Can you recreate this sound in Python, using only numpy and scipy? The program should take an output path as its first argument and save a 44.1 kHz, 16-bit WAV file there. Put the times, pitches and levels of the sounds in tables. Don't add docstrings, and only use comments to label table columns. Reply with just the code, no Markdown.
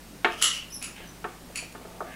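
import sys
import numpy as np
from scipy import signal
from scipy.fft import rfft
from scipy.io import wavfile
from scipy.ndimage import uniform_filter1d

SR = 44100
rng = np.random.default_rng(int(sys.argv[2]) if len(sys.argv) > 2 else 0)


def persist_wave(psi):
    counts = np.round(np.clip(psi, -1, 1) * 32767).astype(np.int16)
    wavfile.write(sys.argv[1], SR, np.atleast_2d(counts).T)


N = 94903

# freq_hz, gain_db
ROOM_TONE_EQ = [(20, 0), (50, -14), (80, -1.5), (120, -5), (180, 0), (260, 3), (400, -5.5), (700, -8),
                (1700, -12.5), (4000, -16), (7500, -19), (8500, -18), (10000, -20), (14300, -22.5),
                (15800, -24.5)]
# pitch_hz, level_db
HUM_TONES = [(50.5, -55.5), (120, -62), (173.5, -57), (8620, -72)]
# freq_hz, t60_s
ROOM_DECAY = [(200, 0.29), (600, 0.5), (1500, 0.39), (3000, 0.38), (6000, 0.33), (10000, 0.26),
              (15000, 0.13)]
# start_s, length_s, level_db, bright_hz
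HAND_RUBS = [(1.488, 0.028, -50.5, 710), (1.807, 0.027, -49.5, 800), (1.895, 0.146, -53, 850)]
# start_s, length_s, level_db, bright_hz
TABLE_SLIDES = [(0.971, .1, -51, 3240), (2.062, 0.068, -50.5, 1900), (2.115, 0.042, -48, 2010)]
# freq_hz, gain_db
SLIDE_EQ = [(300, -15), (800, -7), (1200, -26), (1680, 3.5), (1890, -4.5), (2100, 1), (2320, -7), (2700, 1),
            (3250, -4), (6000, -5)]
# freq_hz, gain_db
WOOD_EQ = [(100, -55), (220, -9), (370, -4), (470, -2.5), (560, -4), (710, -0.5), (800, -5.5), (890, 3),
           (985, -10), (1120, -2.5), (1280, 2.5), (1480, -3.5), (1650, -4.5), (1800, 2.5), (2010, -10.5),
           (2180, -0.5), (2440, -4.5), (2580, -1), (2900, -4.5), (4100, -7), (4950, -18.5), (9000, -9),
           (15000, -11)]
# pitch_hz, gain_db, t60_s
TABLE_MODES = [(348.5, 2, 0.29), (407.2, 3.5, 0.17), (718.7, 2, 0.22), (892, 6, 0.12), (1098, 1, 0.22),
               (1198, -1, 0.17), (1287, -4, 0.11), (1405, 2.5, 0.085), (1470, -2.5, 0.22),
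               (1555, -0.5, 0.21), (1756, 7.5, 0.072), (1854, 1.5, .16), (2150, 4, 0.043),
               (2320, -7.5, 0.1)]
# start_s, level_db, bright_hz, ring_db, room_db, contact_db
TABLE_KNOCKS = [(0.2460, 12.5, 3820, 1, -9, -4), (1.002, -11.5, 815, -1.5, -13, 4.5),
                (1.2424, 2.5, 2100, -1, -9.5, -5.5), (1.624, -10.5, 700, -5.5, -10, 5.5),
                (1.750, -12.5, 1630, 4.5, -4.5, -2), (1.850, -6, 980, -2.5, -4, -2),
                (2.0050, 1, 1225, -11, -10, 7), (2.015, -3, 703, -11, -5, 11.5)]
# start_s, length_s, level_db, centre_hz, width_hz, rasp_db
METAL_SCRAPES = [(0.309, 0.044, -44, 2970, 400, -6.5), (0.374, 0.15, -43.5, 3100, 250, -5),
                 (0.412, 0.01, -35, 1350, 152, 0), (0.529, 0.0574, -40, 2980, 383, -3),
                 (0.591, 0.047, -51, 2900, 300, -23), (0.813, 0.014, -45, 2530, 350, -4),
                 (0.958, 0.016, -47.5, 2600, 350, -10), (1.551, 0.036, -39, 2530, 448, -6)]
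# freq_hz, gain_db
RASP_EQ = [(300, -15), (1000, -27), (2500, -2), (4200, 1), (5600, 4.5), (8000, -6.5), (10000, -2),
           (13000, -19)]
# time_s, pitch_hz, fundamental_db, octave_db
SQUEAK_CURVES = [
    [(0.701, 5140, -57, -47), (0.712, 5280, -45, -53), (0.719, 5460, -53, -61), (0.726, 5980, -39, -49),
     (0.733, 5910, -42.5, -54), (0.738, 5680, -49, -48), (0.744, 5450, -42, -38), (0.749, 5380, -40, -35.5),
     (0.753, 5240, -39, -40), (0.756, 5450, -52, -47), (0.769, 5390, -55, -51), (0.779, 5400, -60, -65)],
    [(1.068, 6230, -61, -72), (1.077, 6010, -46, -68), (1.088, 6020, -70, -72)],
]
# freq_hz, gain_db
PIECE_EQS = [
    [(300, -30.5), (800, -22.5), (1100, -14), (1340, -3), (1500, -13.5), (2050, -6), (2450, -12),
     (2750, -2.5), (2950, 4.5), (3130, -0.5), (3500, -4.5), (5000, -8.5), (5650, -5.5), (6400, -6.5),
     (7750, 0), (8750, -16.5), (10500, -0.5), (12700, -25), (15500, -24)],
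    [(300, -29), (900, -20), (1350, -6), (1900, -12), (2550, 1.5), (3500, -13.5), (4700, -8), (6400, -9),
     (7000, -1), (7400, -17), (7900, -0.5), (8700, -14), (9900, -1), (10700, -1), (12000, -20),
     (15500, -27)],
    [(300, -33), (900, -20), (1400, -13.5), (1800, -19), (2450, 4), (3600, -19.5), (4450, -1.5),
     (5350, -16), (5850, -7), (6450, -19), (7050, 2.5), (7500, -16), (8000, -2.5), (8750, -21), (9450, -1),
     (10800, -9.5), (12500, -25), (15500, -32)],
]
# piece, pitch_hz, gain_db, t60_s
PIECE_MODES = [(0, 2930, -15, 0.087), (0, 3017, -15, 0.059), (0, 5670, -18, .2), (0, 7840, -24, 0.1),
               (0, 10300, -22, 0.2), (1, 7020, -26, .1), (1, 7870, -8.5, .025), (2, 2550, -27, .08),
               (2, 4580, -15, .1), (2, 6900, -18, 0.1), (2, 9400, -22, 0.1)]
# start_s, piece, level_db, room_db, echo_db, contact_s
METAL_CLICKS = [(0.4168, 0, -12, -16, -22, 0.0038), (0.4227, 0, 0, -1, -11, 0.0021),
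                (0.4243, 0, 6.5, 3.5, -5, 0.0017), (0.8256, 1, -8, 2.5, -2.5, .003),
                (1.5580, 2, -7.5, 2.5, -1, 0.0012), (1.724, 2, -25.5, -11, -15, 0.0031)]

ROOM_TONE_DB, ROOM_TONE_DRIFT_DB = -48, 1
ECHO_DELAY_S, ECHO_SPREAD_S, ROOM_RISE_S = 0.0166, 0.0012, 0.009
STROKE_FADE_S, BIG_SLIPS_PER_S = 0.0078, 900
THUD_ONSET_GAIN, THUD_PEAK_S, THUD_DECAY_S = 0.79, 0.0022, 0.0087
RING_TRIM_DB, CONTACT_WIDTH_RATIO = -2.5, 0.2
SQUEAK_JITTER_RATIO, SQUEAK_CHATTER_DB, SQUEAK_FADE_S = 0.014, 1, 0.0017
CLICK_DECAY_S = 0.0014
HIGH_CUT_HZ = 15800


def amp(db):
    return 10 ** (np.asarray(db) / 20)


def seconds(size):
    return np.arange(size) / SR


def unit_energy(x):
    return x / np.sqrt(np.sum(x ** 2) + 1e-20)


def unit_rms(x):
    return unit_energy(x) * np.sqrt(len(x))


def curve_at(points, hz):
    freqs, values = np.transpose(points)
    return np.interp(np.log(hz + 1), np.log(freqs), values)


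def add(mix, start_s, sound):
    part = mix[round(start_s * SR):][:len(sound)]
    part += sound[:len(part)]


def colour(x, db_at, size=4096):
    hz = abs(np.fft.fftfreq(size, 1 / SR))
    log_gain = np.log(amp(np.maximum(db_at(hz), -100)))
    response = np.exp(np.conj(signal.hilbert(log_gain)))
    taps = np.fft.ifft(response).real[:size // 2]
    return signal.fftconvolve(x, taps)[:len(x)]


def muffle(x, bright_hz, steepness=7.3):
    return colour(x, lambda hz: -10 * np.log10(1 + (hz / bright_hz) ** steepness))


def burst(envelope, smooth_bins=195):
    noise = rng.standard_normal(len(envelope)) * envelope
    power = uniform_filter1d(abs(rfft(noise)) ** 2, smooth_bins, mode="mirror")
    freqs = np.linspace(0, SR / 2, len(power))
    return unit_energy(colour(noise, lambda hz: -10 * np.log10(np.interp(hz, freqs, power) + 1e-12)))


def mode(hz, t60, t):
    return unit_energy(np.sin(2 * np.pi * hz * t) * np.exp(-np.log(1000) * t / t60))


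def room_tone():
    hz, _, bands = signal.stft(rng.standard_normal(N), SR, nperseg=2048, noverlap=1536)
    drift = uniform_filter1d(rng.standard_normal(bands.shape), size=14, axis=0)
    drift = uniform_filter1d(drift, size=6, axis=1)
    bands *= amp(curve_at(ROOM_TONE_EQ, hz)[:, None] + ROOM_TONE_DRIFT_DB * drift / drift.std())
    air = signal.istft(bands, SR, nperseg=2048, noverlap=1536)[1][:N]
    return amp(ROOM_TONE_DB) * unit_rms(air)


def mains_hum():
    t = seconds(N)
    return sum(amp(db) * np.sqrt(2) * np.sin(2 * np.pi * (hz * t + rng.random()))
               for hz, db in HUM_TONES)


def reverb(x, size=32768):
    fade = np.exp(-seconds(size) / 0.06)
    wash = burst(fade, smooth_bins=63) / fade
    hz, t, bands = signal.stft(wash, SR, nperseg=256)
    decay = np.exp(-np.log(1000) * t / curve_at(ROOM_DECAY, hz)[:, None])
    tail = signal.istft(bands * decay, SR, nperseg=256)[1][:size]
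    tail *= 1 - np.exp(-seconds(size) / ROOM_RISE_S)
    return signal.fftconvolve(x, unit_energy(tail))[:len(x)]


def in_room(x, room_db, echo_db=-10, size=32768):
    x = np.pad(x, (0, size))
    out = x + amp(room_db) * reverb(x)
    scatter = burst(np.exp(-seconds(size) / ECHO_SPREAD_S))
    add(out, ECHO_DELAY_S, amp(echo_db) * signal.fftconvolve(x, scatter)[:len(x)])
    return out


def friction(length_s):
    t = seconds(N // 8)
    grain = rng.standard_normal(len(t))
    big_slips = rng.random(len(t)) < BIG_SLIPS_PER_S / SR
    stroke = np.clip(np.minimum(t, length_s - t) / STROKE_FADE_S, 0, 1)
    return grain * (0.17 + 1.3 * big_slips) * stroke


def hand_rub(length_s, level_db, bright_hz):
    drag = muffle(colour(friction(length_s), lambda hz: curve_at(WOOD_EQ, hz)), bright_hz)
    return amp(level_db) * np.sqrt(length_s * SR) * in_room(unit_energy(drag), room_db=-10.5)


def table_slide(length_s, level_db, bright_hz):
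    drag = muffle(colour(friction(length_s), lambda hz: curve_at(SLIDE_EQ, hz)), bright_hz)
    return amp(level_db) * np.sqrt(length_s * SR) * in_room(unit_energy(drag), room_db=-5.5)


def metal_scrape(length_s, level_db, centre_hz, width_hz, rasp_db):
    slips = friction(length_s)
    tone = unit_energy(colour(slips, lambda hz: -20 * np.log10(1 + ((hz - centre_hz) / width_hz) ** 2)))
    rasp = unit_energy(colour(slips, lambda hz: curve_at(RASP_EQ, hz)))
    return amp(level_db) * np.sqrt(length_s * SR) * in_room(tone + amp(rasp_db) * rasp, room_db=-5)


def metal_squeak(curve):
    times, pitch_hz, fundamental_db, octave_db = np.transpose(curve)
    t = times[0] + seconds(N // 16)
    jitter = unit_rms(uniform_filter1d(rng.standard_normal(len(t)), size=40))
    glide_hz = np.interp(t, times, pitch_hz) * (1 + SQUEAK_JITTER_RATIO * jitter)
    phase = 2 * np.pi * np.cumsum(glide_hz) / SR
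    fundamental = amp(np.interp(t, times, fundamental_db)) * np.sin(phase)
    octave = amp(np.interp(t, times, octave_db)) * np.sin(2 * phase)
    chatter = unit_rms(uniform_filter1d(rng.standard_normal(len(t)), size=70))
    gate = np.clip(np.minimum(t - times[0], times[-1] - t) / SQUEAK_FADE_S, 0, 1)
    whistle = (fundamental + octave) * amp(SQUEAK_CHATTER_DB * chatter) * gate
    return in_room(whistle, room_db=0.5, echo_db=0)


def metal_click(piece, level_db, room_db, echo_db, contact_s, size=16384):
    t = seconds(size)
    contact = burst(np.exp(-np.maximum(t - contact_s, 0) / CLICK_DECAY_S), smooth_bins=63)
    crack = unit_energy(colour(contact, lambda hz: curve_at(PIECE_EQS[piece], hz)))
    ring = sum(amp(db) * mode(hz, t60, t) for owner, hz, db, t60 in PIECE_MODES if owner == piece)
    return amp(level_db) * in_room(crack + ring, room_db, echo_db)


def table_knock(level_db, bright_hz, ring_db, room_db, contact_db, size=32768):
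    t = seconds(size)
    attack = THUD_ONSET_GAIN + (1 - THUD_ONSET_GAIN) * t / THUD_PEAK_S
    decay = np.exp(-(t - THUD_PEAK_S) / THUD_DECAY_S)
    blow = burst(np.where(t < THUD_PEAK_S, attack, decay))
    thud = unit_energy(colour(blow, lambda hz: curve_at(WOOD_EQ, hz)))
    ring = sum(rng.choice([-1, 1]) * amp(db) * mode(hz, t60, t) for hz, db, t60 in TABLE_MODES)
    knock = thud + amp(RING_TRIM_DB + ring_db) * unit_energy(ring) + amp(room_db) * reverb(thud)
    knock = colour(knock, lambda hz: contact_db / (1 + ((hz / bright_hz - 1) / CONTACT_WIDTH_RATIO) ** 2))
    return amp(level_db) * muffle(knock, bright_hz)


def scene():
    mix = room_tone() + mains_hum()
    layers = ((table_knock, TABLE_KNOCKS), (metal_click, METAL_CLICKS), (metal_scrape, METAL_SCRAPES),
              (table_slide, TABLE_SLIDES), (hand_rub, HAND_RUBS))
    for source, cues in layers:
        for start_s, *settings in cues:
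            add(mix, start_s, source(*settings))
    for curve in SQUEAK_CURVES:
        add(mix, start_s=curve[0][0], sound=metal_squeak(curve))
    return mix[None]


def record(dry):
    high_cut = signal.firwin(511, HIGH_CUT_HZ, window=("kaiser", 9), fs=SR)
    return signal.oaconvolve(dry, high_cut[None], "same")


dry = scene()
out = record(dry)
persist_wave(out)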